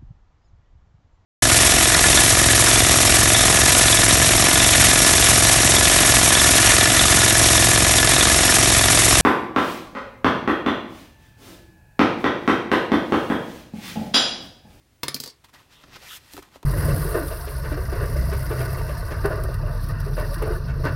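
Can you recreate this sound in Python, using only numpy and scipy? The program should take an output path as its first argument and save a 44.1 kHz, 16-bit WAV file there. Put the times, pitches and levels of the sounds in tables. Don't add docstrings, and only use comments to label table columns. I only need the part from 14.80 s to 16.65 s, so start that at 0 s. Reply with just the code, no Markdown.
import sys
import numpy as np
from scipy import signal
from scipy.fft import rfft, irfft, next_fast_len
from scipy.io import wavfile
from scipy.ndimage import map_coordinates

SR = 44100
rng = np.random.default_rng(int(sys.argv[2]) if len(sys.argv) > 2 else 0)


def unload_wav(signal):
    wavfile.write(
        sys.argv[1],
        SR,
        np.round(np.clip(np.atleast_2d(signal).T, -1, 1) * 32767).astype(np.int16),
    )


N = 81585

SPRING_MODES = [(3376, -5.5, 0.019), (3660, -9, 0.011), (4055, -1, 0.02), (4290, -3.5, 0.025),
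                (4604, 4, 0.023), (5000, -2.5, 0.037), (5360, -16, 0.024)]
# f/Hz, level/dB
CHATTER_COLOUR = [(300, -66), (2400, -15), (3300, -11.5), (4700, -3.5), (5300, -3.5), (6000, -9.5),
                  (8000, -13.5), (16000, -24.5)]
HARD_ATTACK_S, SOFT_ATTACK_S = 0.00055, 0.0017
CLIP_ROOM_DB, PAPER_ROOM_DB = -8.5, -21


def binder_clip():
    # t/s, spring/dB, spring tilt/(dB per octave), handles/dB, crack/dB, clack/dB, thump/dB
    bounces = [(0.2324, -21.5, -4.5, -52, -24, -20.5, -28.5), (0.2819, -16, -6, -23, -30, -24, -32),
               (0.3435, -16.5, -1, -25, -23, -41, -27), (0.363, -30.5, -14, -52, -34, -36, -62),
               (0.401, -22.5, 0.5, -39, -26.5, -39.5, -32), (0.4369, -25, 5.5, -49, -34, -38, -36),
               (0.4596, -31, 6, -53.5, -40.5, -40, -39), (0.4753, -30.5, 12, -58, -47, -41, -46)]
    # f/Hz, level/dB, t60/s
    handle_modes = [(9140, -12, 0.01), (9650, 1, 0.014), (10300, -7, .012), (10520, 1, 0.014)]
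    # f/Hz, level/dB
    crack_colour = [(500, -32), (3000, -27), (6500, -6), (8000, -4), (10000, -2.5), (11700, -6), (13500, 2),
                    (16000, -2)]
    # f/Hz, level/dB
    clack_colour = [(80, -10), (200, 3.5), (450, 2), (700, -2.5), (1100, -2), (2000, -4.5), (2500, -7),
                    (5000, -2.5), (16000, -32.5)]
    # f/Hz, level/dB, t60/s
    clack_modes = [(514, -3.5, 0.035), (930, -1, 0.087), (1153, 2.5, 0.055), (1467, -2.5, 0.062),
                   (1794, 3, 0.055), (2170, 4, 0.047), (2800, -4, 0.018)]
    # f/Hz, level/dB, t60/s
    table_modes = [(143.7, -4.5, 0.36), (202, -0.5, 0.049), (265, 3.5, 0.039), (293, 1.5, 0.12),
                   (430, -3, 0.085), (502, 1, 0.058)]
    table_lag_s = 0.00301
    out = np.zeros(N)
    for s, spring_db, tilt_db, handles_db, crack_db, clack_db, thump_db in bounces:
        spring = burst(tilted(CHATTER_COLOUR, tilt_db), t60=0.018, attack=HARD_ATTACK_S)
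        spring += amp(-6) * ring(tilted(SPRING_MODES, tilt_db), HARD_ATTACK_S, scatter_db=3.5)
        handles = ring(handle_modes, HARD_ATTACK_S, scatter_db=5)
        crack = burst(crack_colour, t60=0.035, attack=HARD_ATTACK_S)
        metal = amp(spring_db) * spring + amp(handles_db) * handles + amp(crack_db) * crack
        clack = burst(clack_colour, t60=0.035, attack=HARD_ATTACK_S)
        clack += amp(-8) * ring(clack_modes, HARD_ATTACK_S, scatter_db=2.5)
        clack += amp(-3.5) * push(push_s=0.00024)
        thump = 0.37 * ring(table_modes, SOFT_ATTACK_S, scatter_db=4.5) + push(push_s=0.00057)
        add(out, s, in_room(metal + amp(clack_db) * clack, CLIP_ROOM_DB))
        add(out, s + table_lag_s, amp(thump_db) * in_room(thump, room_db=-17.5, early_db=-12))
    return out


def rattle(count):
    start_s, length_s, attack_s = 0.405, 0.1, 0.0013
    out = np.zeros(N)
    for k in range(count):
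        progress = (k + rng.random()) / count
        contact = ring(SPRING_MODES, attack_s, scatter_db=3)
        contact += amp(1) * burst(CHATTER_COLOUR, t60=0.046, attack=attack_s)
        add(out, start_s + length_s * progress, amp(-42.5 - 4 * progress ** 2) * contact)
    return in_room(out, CLIP_ROOM_DB)


def page_slide():
    # t/s, body/dB, hiss/dB
    moves = [(0.87, -75, -93), (0.924, -51.5, -62.5), (0.99, -61, -69), (1.026, -56, -65),
             (1.042, -51, -81), (1.052, -60, -70), (1.106, -55.5, -72), (1.136, -46, -60),
             (1.168, -42.5, -68), (1.176, -52.5, -61), (1.202, -52.5, -60.5), (1.232, -46, -55),
             (1.33, -47, -44.5), (1.37, -45, -42), (1.394, -58, -66), (1.508, -53.5, -59), (1.53, -52, -49)]
    # f/Hz, level/dB
    body_colour = [(100, -3), (400, -6.5), (800, -4.5), (1300, 0.5), (2600, 0), (4000, -2.5), (5500, -5),
                   (7500, -16), (11000, -28), (16000, -22)]
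    # f/Hz, level/dB
    hiss_colour = [(200, -32), (2500, -7.5), (5000, -3), (8000, -2), (10500, -4), (13000, -2.5),
                   (16000, -8)]
    attack_s, release_s = 0.015, 0.11
    t = np.arange(N) / SR
    fade_in = (t - moves[0][0]) / attack_s
    fade_out = 1 + (moves[-1][0] - t) / release_s
    touching = np.clip(np.minimum(fade_in, fade_out), 0, 1)
    body_db, hiss_db = curves(moves)
    body = amp(body_db - 1.5) * friction(body_colour)
    hiss = amp(hiss_db + 0.5) * friction(hiss_colour)
    return touching * (body + hiss)


def scrapes():
    # t/s, length/s, start f/Hz, end f/Hz, level/dB
    glides = [(0.726, 0.064, 1718, 1813, -57), (.89, 0.21, 946, 1267, -64), (0.9, 0.17, 3534, 3050, -59),
              (1.205, 0.061, 450, 898, -55), (1.25, 0.043, 2063, 2090, -48.5),
              (1.278, 0.098, 3400, 3100, -43.5), (1.297, 0.0504, 1390, 1728, -45.5)]
    out, t = np.zeros(N), np.arange(N) / SR
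    for s, length, from_hz, to_hz, db in glides:
        progress = np.clip((t - s) / length, 0, 1)
        phase = 2 * np.pi * np.cumsum(from_hz + (to_hz - from_hz) * progress) / SR
        width_hz = 0.4 * to_hz
        band = wobble(width_hz) * np.cos(phase) + wobble(width_hz) * np.sin(phase)
        out += amp(db) * np.sin(np.pi * progress) * unit(band)
    return out


def brushes():
    # t/s, rise/s, t60/s, level/dB
    strokes = [(0.638, 0.0088, 0.081, -46.5), (.68, 0.016, 0.049, -54.5), (0.727, 0.015, 0.19, -46.5),
               (.775, 0.024, 0.5, -58), (1.151, 0.0144, 0.024, -41), (1.582, 0.01, 0.038, -43.5),
               (1.62, 0.0033, 0.37, -51), (1.709, 0.051, 0.11, -51)]
    # f/Hz, level/dB
    brush_colour = [(100, 2), (500, -7), (1000, 5), (1400, 0), (1800, -1.5), (3500, -3.5), (6500, -10.5),
                    (10500, -16), (13000, -13.5), (16000, -20)]
    level, t = np.zeros(N), np.arange(N) / SR
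    for s, rise, t60, db in strokes:
        swell = np.clip((t - s) / rise, 0, 1)
        decay = np.exp(-np.log(1000) * np.maximum(t - s - rise, 0) / t60)
        level += amp(db) * swell * decay
    return level * friction(brush_colour)


def taps():
    # t/s, snap/dB, flap/dB, flap pitch/Hz, thud/dB
    hits = [(0.738, -51, -51, 1700, -59), (1.0373, -49, -40, 1180, -49.5), (1.08, -59, -46, 600, -50),
            (1.1657, -58, -37, 1400, -60), (1.5355, -30.5, -45, 900, -58), (1.5418, -52, -47, 710, -39.5),
            (1.567, -32, -37, 1500, -45), (1.5771, -35.5, -29, 830, -30.5), (1.587, -45, -51, 3020, -36),
            (1.627, -38.5, -42, 1140, -71), (1.758, -50, -38.5, 745, -43),
            (1.829, -38.5, -34.5, 950, -41.5)]
    # f/Hz, level/dB
    snap_colour = [(200, 13.5), (1000, -15), (3500, 4.5), (6500, -4.5), (10500, -6.5), (13000, -2),
                   (16000, -11)]
    # multiple of its pitch, level/dB
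    flap_shape = [(.07, -29), (.3, 0), (.62, -3.5), (1, 8.5), (1.4, -3.5), (2.2, -12), (6, -19), (17, -43)]
    # f/Hz, level/dB
    thud_colour = [(25, 7), (58, -5), (110, -24), (300, 3.5), (500, -9), (1000, -39), (4000, -45)]
    # f/Hz, level/dB, t60/s
    book_modes = [(81.5, -7.5, 0.1), (168, -15, 0.036), (284, 2, 0.081), (321, 1.5, 0.043),
                  (408, -1, 0.066)]
    out = np.zeros(N)
    for s, snap_db, flap_db, flap_hz, thud_db in hits:
        thud = amp(-4.5) * burst(thud_colour, t60=0.07, attack=SOFT_ATTACK_S)
        thud += amp(-2.5) * ring(book_modes, SOFT_ATTACK_S, scatter_db=4)
        thud += amp(-4.5) * push(push_s=0.00082)
        flap_colour = [(flap_hz * multiple, db) for multiple, db in flap_shape]
        flap = amp(-2.5) * burst(flap_colour, t60=0.038, attack=HARD_ATTACK_S)
        snap = burst(snap_colour, t60=0.0097, attack=0.0001)
        add(out, s, amp(snap_db) * snap + amp(flap_db) * flap + amp(thud_db) * thud)
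    return out


def background():
    # f/Hz, level/dB
    room_colour = [(20, 1), (35, -35), (58, 3.5), (95, 0.5), (135, -1), (175, -13), (300, -6.5), (520, -22),
                   (1000, -19), (2000, -19), (10000, -26.5), (16000, -32)]
    # f/Hz, level/dB
    rumble_colour = [(20, 1), (55, -4), (130, -9), (300, -13.5), (700, -16), (3000, -50)]
    # t/s, level/dB
    moves = [(0, -66), (.6, -68.5), (.75, -67.5), (.9, -64.5), (1.12, -52), (1.25, -59.5), (1.48, -61.5),
             (1.55, -65), (1.7, -61.5), (1.85, -62)]
    rumble_db, = curves(moves)
    return amp(-62) * noise(room_colour, N) + amp(rumble_db) * noise(rumble_colour, N)


def in_room(x, room_db, early_db=-11.5):
    # f/Hz, t60/s
    room_t60 = [(100, 0.28), (500, 0.32), (2000, 0.31), (5000, 0.18), (15000, 0.13)]
    size, build_s = SR // 2, 0.0013
    hz, t, spectrum = signal.stft(rng.standard_normal(size), SR, nperseg=256)
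    decay = np.exp(-np.log(1000) * t / along(room_t60, hz)[:, None])
    tail = signal.istft(spectrum * decay, SR, nperseg=256)[1][:size]
    tail *= 1 - np.exp(-np.arange(size) / SR / build_s)
    early = rng.standard_normal(size) * fade(t60=0.056, attack=build_s)
    response = amp(room_db) * tail / np.linalg.norm(tail) + amp(early_db) * early / np.linalg.norm(early)
    return x + signal.fftconvolve(x, response)[:len(x)]


def ring(modes, attack, scatter_db):
    out, t = np.zeros(SR // 2), np.arange(SR // 2) / SR
    for k, (hz, db, t60) in enumerate(modes):
        gain = (-1) ** k * amp(db + scatter_db * rng.normal())
        out += gain * fade(t60, attack) * np.sin(2 * np.pi * hz * t)
    nominal_rms = np.linalg.norm([amp(db) for _, db, _ in modes]) / np.sqrt(2)
    return out / nominal_rms


def burst(colour, t60, attack):
    return noise(colour, SR // 2) * fade(t60, attack)


def push(push_s):
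    u = np.arange(SR // 2) / SR / push_s
    shape = u * (2 - u) * np.exp(-u)
    return shape / shape.max()


def friction(colour):
    grain_db, grain_hz = 1.5, 883
    return unit(noise(colour, N) * amp(grain_db * wobble(grain_hz) + 0.26 * wobble(70.9)))


def tilted(rows, slope_db):
    pivot_hz = SPRING_MODES[4][0]
    return [(hz, db + slope_db * np.clip(np.log2(hz / pivot_hz), -1, .5), *rest)
            for hz, db, *rest in rows]


def noise(colour, size):
    m = next_fast_len(size)
    gain = amp(along(colour, np.fft.rfftfreq(m, 1 / SR)))
    return unit(irfft(rfft(rng.standard_normal(m)) * gain, m)[:size])


def fade(t60, attack):
    t = np.arange(SR // 2) / SR
    return np.exp(-np.log(1000) * t / t60) * (1 - np.exp(-t / attack))


def wobble(rate):
    return map_coordinates(rng.standard_normal(int(N * rate / SR) + 4), [np.arange(N) * rate / SR])


def curves(rows):
    times, *columns = np.transpose(rows)
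    return [np.interp(np.arange(N) / SR, times, column) for column in columns]


def along(points, hz):
    freqs, values = np.transpose(points)
    return np.interp(np.log(hz + 1), np.log(freqs + 1), values)


def amp(db):
    return 10 ** (np.asarray(db) / 20)


def unit(x):
    return x / np.sqrt(np.mean(x ** 2) + 1e-20)


def add(track, s, sound):
    part = track[round(s * SR):][:len(sound)]
    part += sound[:len(part)]


def scene():
    paper = page_slide() + scrapes() + brushes() + taps()
    return (binder_clip() + rattle(count=16) + in_room(paper, PAPER_ROOM_DB) + background())[None]


def record(dry):
    low_cut_hz, top_hz = 35.6, 15800
    dry = signal.sosfilt(signal.butter(2, low_cut_hz, "highpass", fs=SR, output="sos"), dry)
    m = next_fast_len(N + SR // 2)
    passband = np.fft.rfftfreq(m, 1 / SR) < top_hz
    return irfft(rfft(dry, m) * passband, m)[..., :N]


dry = scene()
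out = record(dry)
unload_wav(out)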